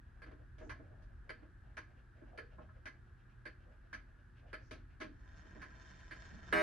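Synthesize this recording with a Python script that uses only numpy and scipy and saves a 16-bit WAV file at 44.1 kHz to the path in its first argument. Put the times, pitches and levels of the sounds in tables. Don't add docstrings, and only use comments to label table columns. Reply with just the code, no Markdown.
import sys
import numpy as np
from scipy import signal
from scipy.fft import rfft, irfft
from scipy.io import wavfile
from scipy.ndimage import uniform_filter1d

SR = 44100
rng = np.random.default_rng(int(sys.argv[2]) if len(sys.argv) > 2 else 0)


def put_to_file(sound):
    columns = np.atleast_2d(sound).T
    safe = np.clip(columns, -1, 1)
    whole_steps = np.round(safe * 32767)
    wavfile.write(sys.argv[1], SR, whole_steps.astype(np.int16))


N = 291942
TIME = np.arange(N) / SR
BINS = np.fft.rfftfreq(8192, 1 / SR)
STRIKE_S = 6.526


def amp(db):
    return 10 ** (np.asarray(db) / 20)


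def evened(x):
    return x / np.sqrt(np.mean(x ** 2) + 1e-20)


def read(points, hz):
    f, value = np.transpose(points)
    return np.interp(np.log(hz + 1), np.log(f + 1), value)


def band(hz, octaves):
    return np.exp(-.5 * (np.log2((BINS + 1) / hz) / octaves) ** 2)


def drift(size):
    smooth = uniform_filter1d(rng.standard_normal(N), size)
    return evened(uniform_filter1d(smooth, size // 2))


def add(mix, s, sound):
    part = mix[:, round(s * SR):][:, :sound.shape[1]]
    part += sound[:, :part.shape[1]]


def body(spectrum, modes=()):
    peaks = sum(amp(db) ** 2 / (1 + ((BINS - hz) / width) ** 2 * 2) ** 2 for hz, width, db in modes)
    return np.sqrt(amp(read(spectrum, BINS)) ** 2 + peaks)


def ring(x, gain):
    log_gain = np.log(np.r_[gain, gain[-2:0:-1]] + 1e-6)
    minimum_phase = np.exp(np.conj(signal.hilbert(log_gain)))
    response = np.fft.ifft(minimum_phase).real[:len(BINS)]
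    return signal.fftconvolve(x, response[None], axes=1)[:, :x.shape[1]]


def ports(x):
    # frequency in Hz, gain of the side signal in dB.
    side_width = [(40, -15.5), (120, -12), (300, -6.5), (600, -1), (1200, -4.5), (1750, -0.5), (1920, -17),
                  (3000, -9.5), (6000, 1.5), (8000, -4)]
    side_gain = amp(read(side_width, np.fft.rfftfreq(N, 1 / SR)))
    side = irfft(rfft(x[1]) * side_gain, N)
    return np.array([x[0] + side, x[0] - side])


def room_tail(size):
    # frequency in Hz, time to fall by 60 dB in seconds.
    decay_times = [(150, 0.69), (500, 0.21), (1700, 0.23), (4500, 0.25), (10000, 0.17)]
    hz, t, grains = signal.stft(rng.standard_normal((2, size)), SR, nperseg=256)
    fading = grains * amp(-60 * t / read(decay_times, hz)[:, None])
    tail = signal.istft(fading, SR, nperseg=256)[1][:, :size]
    return evened(tail) / np.sqrt(size)


def still_room(air_db=-59.0, rumble_offset_db=60.5, rumble_hz=140, waver=.25):
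    # frequency in Hz, relative density in dB per Hz.
    air_colour = [(15, -46.5), (25, -21.5), (31, -0.5), (45, 0.5), (80, -3), (115, -9), (150, -16.5),
                  (300, -23.5), (600, -37.5), (1100, -33), (1650, -23), (2100, -40), (4200, -50.5),
                  (6800, -58), (11000, -60), (12500, -73)]
    # time in seconds, level in dB before rumble_offset_db is added.
    rumble_swells = [(0, -61.5), (.68, -55), (1.3, -58.5), (2.3, -62.5), (2.6, -58.5), (3.2, -61),
                     (4.35, -62.5), (4.7, -58), (6.1, -61), (6.4, -55)]
    # frequency in Hz, rms level in dB before the waver.
    hum_tones = [(47, -67), (119.8, -68), (240, -82), (358, -84.5)]
    noise = rng.standard_normal((2, N + SR))
    air = amp(air_db) * evened(ring(noise, body(air_colour))[:, SR:])
    rumble = signal.sosfiltfilt(signal.butter(2, rumble_hz, fs=SR, output="sos"), air)
    swell_db = np.interp(TIME, *np.transpose(rumble_swells)) + rumble_offset_db
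    air = air + rumble * (amp(swell_db) - 1)
    hum = sum(amp(db) * np.sqrt(2) * np.sin(2 * np.pi * (hz * TIME + rng.random()))
              * (1 + waver * drift(size=6000)) for hz, db in hum_tones)
    return ports(air) + hum


def rub(s, length, db, hz, slips_per_s=1100, grain_db=1.0, octaves=0.26, skirt_db=-13, skirt_octaves=1, room_db=-5):
    t = np.arange(SR // 3) / SR
    slips = (rng.random((2, len(t))) < slips_per_s / SR) * rng.choice([-1, 1], (2, len(t)))
    swell = np.sin(np.pi * np.minimum(t / length, 1)) ** 2
    slips = slips * amp(grain_db * rng.standard_normal(len(t))) * swell
    reflections = signal.fftconvolve(slips, room_tail(size=8192), axes=1)[:, :len(t)]
    slips = slips + amp(room_db) * reflections
    colour = band(hz, octaves) + amp(skirt_db) * band(hz, skirt_octaves) + amp(-60)
    sound = ring(slips, colour / (1 + (BINS / 7000) ** 10))
    return max(s - length / 2, 0), amp(db) * evened(sound) * np.sqrt(length / t[-1])


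def rubs(count=38, step_s=.095, groan_hz=621, scrape_hz=2410, scatter_octaves=.11, scatter_db=1):
    # time in seconds, groan of the clutch in dB,
    # scrape on the dial in dB, both before the scatter.
    friction = [(0, -89, -89), (.45, -74.5, -94), (.6, -74, -83), (1.15, -81, -95.5), (1.9, -80.5, -85.5),
                (2.3, -75, -82.5), (2.75, -75.5, -85), (3.1, -88.5, -92), (3.3, -87, -84.5),
                (3.7, -78, -83.5), (4.15, -85.5, -96), (4.35, -89, -79.5), (4.68, -71, -78.5),
                (4.95, -87, -82)]
    # middle in seconds, length in seconds,
    # level in dB, centre in Hz.
    loud_rubs = [(0.662, .086, -60.5, 317), (0.654, 0.18, -88.5, 7060), (.928, 0.096, -71.5, 577),
                 (2.347, 0.11, -67, 610), (2.601, .12, -66.5, 193), (3.686, 0.11, -74.5, 486),
                 (4.454, 0.11, -73, 560), (4.666, 0.17, -87.5, 5660), (6.335, 0.093, -59, 211)]
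    out = np.zeros((2, N))
    times, groan_db, scrape_db = np.transpose(friction)
    steps = times[-1] * (np.arange(count) + rng.uniform(.15, .85, count)) / count
    for s, chance in zip(steps, rng.standard_normal((count, 2, 2))):
        for levels, hz, (loud, high) in zip([groan_db, scrape_db], [groan_hz, scrape_hz], chance):
            db = np.interp(s, times, levels) + scatter_db * loud
            add(out, *rub(s, step_s, db, hz * 2 ** (scatter_octaves * high)))
    for row in loud_rubs:
        add(out, *rub(*row))
    return out


def contacts(t, rebound, first, last, seat_s, rattle_s, rise_s=0.0015):
    ages = np.maximum(t - np.array([[0], [seat_s], [rebound]]), 0)
    envelopes = (1 - np.exp(-ages / rise_s)) * np.exp(-ages / rattle_s)
    power = np.square([first, 1, last]) @ envelopes ** 2
    return rng.choice([-1, 1], (2, len(t))) * np.sqrt(power / power.sum())


def blows(rows, crack, case_db, first, last, seat_s, rattle_s, room_db, thud_octaves, bright_hz, length_s):
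    # mode in Hz, width in Hz, level in dB before case_db is added.
    case_modes = [(319, 57, -6), (480.5, 26.5, -9.5), (620.5, 31.6, -3.5), (1066, 57, -7.5),
                  (1287, 20, -1.5), (1396, 43, -5), (1657, 202, 1), (1668, 120, 2), (2037, 48, -4),
                  (2290, 260, -9), (2920, 43, -23), (3065, 38, -14.5), (4340, 140, -23.5),
                  (4685, 104, -22.5), (5970, 194, -25), (9800, 580, -37.5), (11900, 100, -70),
                  (11830, 250, -47)]
    out, t = np.zeros((2, N)), np.arange(SR // 2) / SR
    colour = body(crack, [(hz, width, db + read(case_db, hz)) for hz, width, db in case_modes])
    treble = 1 / (1 + (bright_hz / (BINS + 1)) ** 4)
    for s, db, thud_db, thud_hz, bright_db, rebound in rows:
        drive = contacts(t, rebound, first, last, seat_s, rattle_s) + amp(room_db) * room_tail(len(t))
        tilt_db = thud_db * band(thud_hz, thud_octaves) + bright_db * treble
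        sound = ring(drive, colour * amp(tilt_db))
        unit = sound / np.linalg.norm(sound, axis=1, keepdims=True)
        add(out, s, amp(db) * unit * np.sqrt(length_s * SR))
    return out


def escapement(thud_hz=(471, 980), bright_db=1.15):
    # start in seconds, level in dB, wooden thud in dB,
    # last rebound in seconds after the start.
    ticks = [(.219, -56, 9, 0.019), (.694, -48.5, 7.5, 0.02), (1.293, -48, 11.5, 0.0076),
             (1.769, -48, 5, 0.013), (2.376, -49, 17.5, 0.013), (2.856, -49, 0.5, 0.018),
             (3.454, -49.5, 10.5, .019), (3.929, -47, 1.5, 0.015), (4.530, -47.5, 9, 0.0063),
             (5.617, -52.5, 4, 0.021), (6.110, -50.5, 0.5, .012)]
    # frequency in Hz, level in dB.
    pallet_crack = [(100, -27), (250, -12.5), (800, -18.5), (1600, -10.5), (3300, -23.5), (5200, -30),
                    (7200, -44), (10500, -42.5), (12500, -78)]
    # frequency in Hz, drive in dB.
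    entry_drive = [(500, -0.5), (1300, -0.5), (1690, 1), (2030, 3.5), (2350, 2.5), (4700, 7.5), (6000, -23),
                   (10000, 5.5)]
    exit_drive = [(500, -2.5), (1300, 0), (1690, -2), (2030, 3.5), (2350, 0.5), (4700, 3), (6000, 2),
                  (10000, 2)]
    out = np.zeros((2, N))
    for k, drive in enumerate([entry_drive, exit_drive]):
        beats = [(s, db, thud_db, thud_hz[k], bright_db, rebound) for s, db, thud_db, rebound in ticks[k::2]]
        out += blows(beats, pallet_crack, drive, first=0.62, last=0.75, seat_s=0.008, rattle_s=0.012,
                     room_db=0, thud_octaves=0.25, bright_hz=2940, length_s=0.03)
    return out


def levers(rebound_s=.017):
    # start in seconds, level in dB, wooden thud in dB, thud centre in Hz, brightness in dB.
    knocks = [(.262, -58, 6, 330, -2), (.312, -58, 16.5, 460, 2), (.583, -59.5, 14.5, 417, 10.5),
              (0.611, -53, 17, 500, -7), (0.796, -56.5, 14.5, 390, -22), (1.022, -69, 20, 395, 22),
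              (1.425, -59.5, 13.5, 376, -7), (2.215, -56.5, 20, 296, -16), (2.584, -56, 28.5, 700, -12),
              (2.687, -65.5, 35, 960, 3), (4.710, -49.5, 4.5, 348, 10), (5.002, -52, 1, 400, 6.5),
              (5.012, -44.5, 5, 330, 3), (5.448, -65.5, 14, 262, -1), (5.555, -55.5, 11, 300, -23),
              (5.995, -72, -9, 403, 11)]
    # frequency in Hz, level in dB.
    lever_crack = [(100, -23), (280, 5.5), (500, -12.5), (800, -12), (1300, -8), (2200, -9.5),
                   (3200, -13.5), (5500, -27.5), (8000, -40.5), (11000, -37), (12800, -82)]
    # frequency in Hz, drive in dB.
    lever_drive = [(300, 9), (620, 9.5), (1300, 6.5), (1690, 0), (2350, 4.5), (4700, 3.5), (10000, -1)]
    return blows([(*row, rebound_s) for row in knocks], lever_crack, lever_drive, first=0.8, last=0.76,
                 seat_s=0.0037, rattle_s=0.013, room_db=1.0, thud_octaves=1.0, bright_hz=2780, length_s=0.024)


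def strike_train(teeth_hz=150, wheel_hz=21.87, wobble=0.15, clatter_hz=2600):
    # time in seconds, level in dB, extra tooth clatter in the treble in dB.
    train = [(5.05, -83, 2), (5.2, -74, 1.5), (5.35, -65.5, 4), (5.5, -64.5, 2.5), (5.75, -63, 1.5),
             (5.9, -64, 8.5), (6.1, -65.5, 7), (6.27, -61, 8), (6.42, -62.5, 4), (6.62, -55.5, 7)]
    # resonance in Hz, width in Hz, level in dB.
    wheel_modes = [(179, 14.8, 12.5), (303, 140, 0), (480, 42, -27), (648, 51, -1.5), (1012, 26, 3),
                   (1360, 100, -2.5), (1589, 88, 5.5), (1746, 80, 1.5), (1860, 68, 2), (2320, 82, -11),
                   (3120, 180, -13.5), (3610, 104, -13), (4325, 86, -15), (5400, 640, -20.5),
                   (6495, 56, -14.5), (7200, 180, -23.5)]
    # frequency in Hz, level in dB.
    hiss = [(100, -15), (300, -11), (800, -7), (1600, -12.5), (2200, -11.5), (4000, -26.5), (7200, -36),
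            (8200, -39.5), (11000, -56), (13000, -81)]
    s, db, clatter_db = np.transpose(train)
    turns = np.cumsum(1 + 0.052 * drift(size=4000)) / SR
    tooth_phase = turns * teeth_hz % 1
    mesh = .55 + np.exp(-tooth_phase / .25) * amp(3 * drift(size=200))
    mesh = mesh * (1 + wobble * np.sin(2 * np.pi * wheel_hz * turns))
    whirr = evened(ring(mesh * rng.standard_normal((2, N)), body(hiss, wheel_modes)))
    clatter = signal.sosfiltfilt(signal.butter(2, clatter_hz, "high", fs=SR, output="sos"), whirr)
    flutter_db = 1.1 * drift(size=1500)
    whirr = whirr + clatter * (amp(np.interp(TIME, s, clatter_db) + flutter_db) - 1)
    return whirr * amp(np.interp(TIME, s, db)) * (TIME > s[0])


def hammer(blow_db=-33, blow_s=0.016, buzz_db=-43, buzz_s=0.43):
    # frequency in Hz, relative level in dB.
    clang = [(100, -8.5), (250, -3), (800, -10), (1300, -10), (1700, 2.5), (2300, -14.5), (3300, -21),
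             (4800, -30.5), (7000, -43), (11000, -34), (15000, -60)]
    out, t = np.zeros((2, N)), np.arange(SR // 2) / SR
    colour = evened(body(clang))
    rattle = amp(2.5 * drift(size=220)[:len(t)])
    level = amp(blow_db) * np.exp(-t / blow_s) + amp(buzz_db) * np.exp(-t / buzz_s) * rattle
    add(out, STRIKE_S, ring(level * rng.choice([-1, 1], (2, len(t))), colour))
    return out


def gong(ring_s=4):
    # frequency in Hz, level in dB before beating, left over right in dB,
    # phase lead of the left in radians, swell time constant in seconds.
    coil_modes = [(187, -49, 4, -.9, .006), (255, -50, -8, -.4, .006), (327, -41, -8, 0, .007),
                  (410, -41, -11, -.3, .007), (615, -27, -1, 1.1, .075), (732, -46, 13, 2.4, .008),
                  (855, -45, 5, -2.7, .004), (982, -46, 1, 0, .003), (1119, -42, 6, 1.8, .003),
                  (1266, -40, 5, 1.6, .003), (1419, -44, 1, -1.7, .002), (1582, -35, -8, 1.6, .002),
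                  (1686, -48, -3, 0, .002), (1753, -41, -6, -1.4, .002), (1928, -41, 0, 0, .002),
                  (2020, -54, 0, 0, .002), (2110, -41, 0, 0, .002), (2298, -41.5, 0, 0, .002),
                  (2496, -50, 5, 0, .002), (2699, -58, 0, 0, .002), (2913, -50, 1, .3, .002),
                  (3130, -60, 2, 0, .002), (3593, -58, 2, 0, .002), (3826, -57, 4, 0, .002),
                  (4080, -66, 0, 0, .002), (4326, -55, 2, 0, .03), (4571, -69, 5, 0, .002),
                  (4822, -67, 2, 0, .002), (5080, -61, 4, 0, .002)]
    # frequency in Hz, level in dB before each overtone's random strength.
    shimmer = [(5300, -70), (6500, -73.5), (7500, -77.5), (9000, -71.5), (10500, -75), (12200, -90),
               (13200, -89), (15600, -78)]
    out, t = np.zeros((2, N)), np.arange(SR // 2) / SR
    sides = np.array([[.5], [-.5]])
    overtones = (71.3 + 1.87 * np.arange(1, 30)) ** 2 + 12 * rng.standard_normal(29)
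    levels = read(shimmer, overtones) + rng.uniform(-6, 6, len(overtones))
    upper = [(hz, db, 0, 0, coil_modes[-1][-1]) for hz, db in zip(overtones, levels)]
    for hz, db, pan_db, lead, swell_s in list(coil_modes) + upper:
        wave = np.sin(2 * np.pi * (hz * t + rng.random()) + lead * sides)
        beat = np.sin(2 * np.pi * (rng.uniform(5, 22) * t + rng.random()))
        wave = wave * (1 + min(hz / 8000, .8) * beat)
        decay = amp(db + pan_db * sides - 60 * t / ring_s)
        add(out, STRIKE_S, decay * (1 - np.exp(-t / swell_s)) * wave)
    return out


def scene():
    clock = rubs() + escapement() + levers() + strike_train() + hammer()
    return still_room() + ports(clock) * amp([[-.7], [.7]]) + gong()


def record(dry):
    dry = signal.sosfilt(signal.butter(4, 26, "high", fs=SR, output="sos"), dry)
    band_limit = signal.firwin(511, 15900, window=("kaiser", 9), fs=SR)
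    return signal.oaconvolve(dry, band_limit[None], "same")


dry = scene()
out = record(dry)
put_to_file(out)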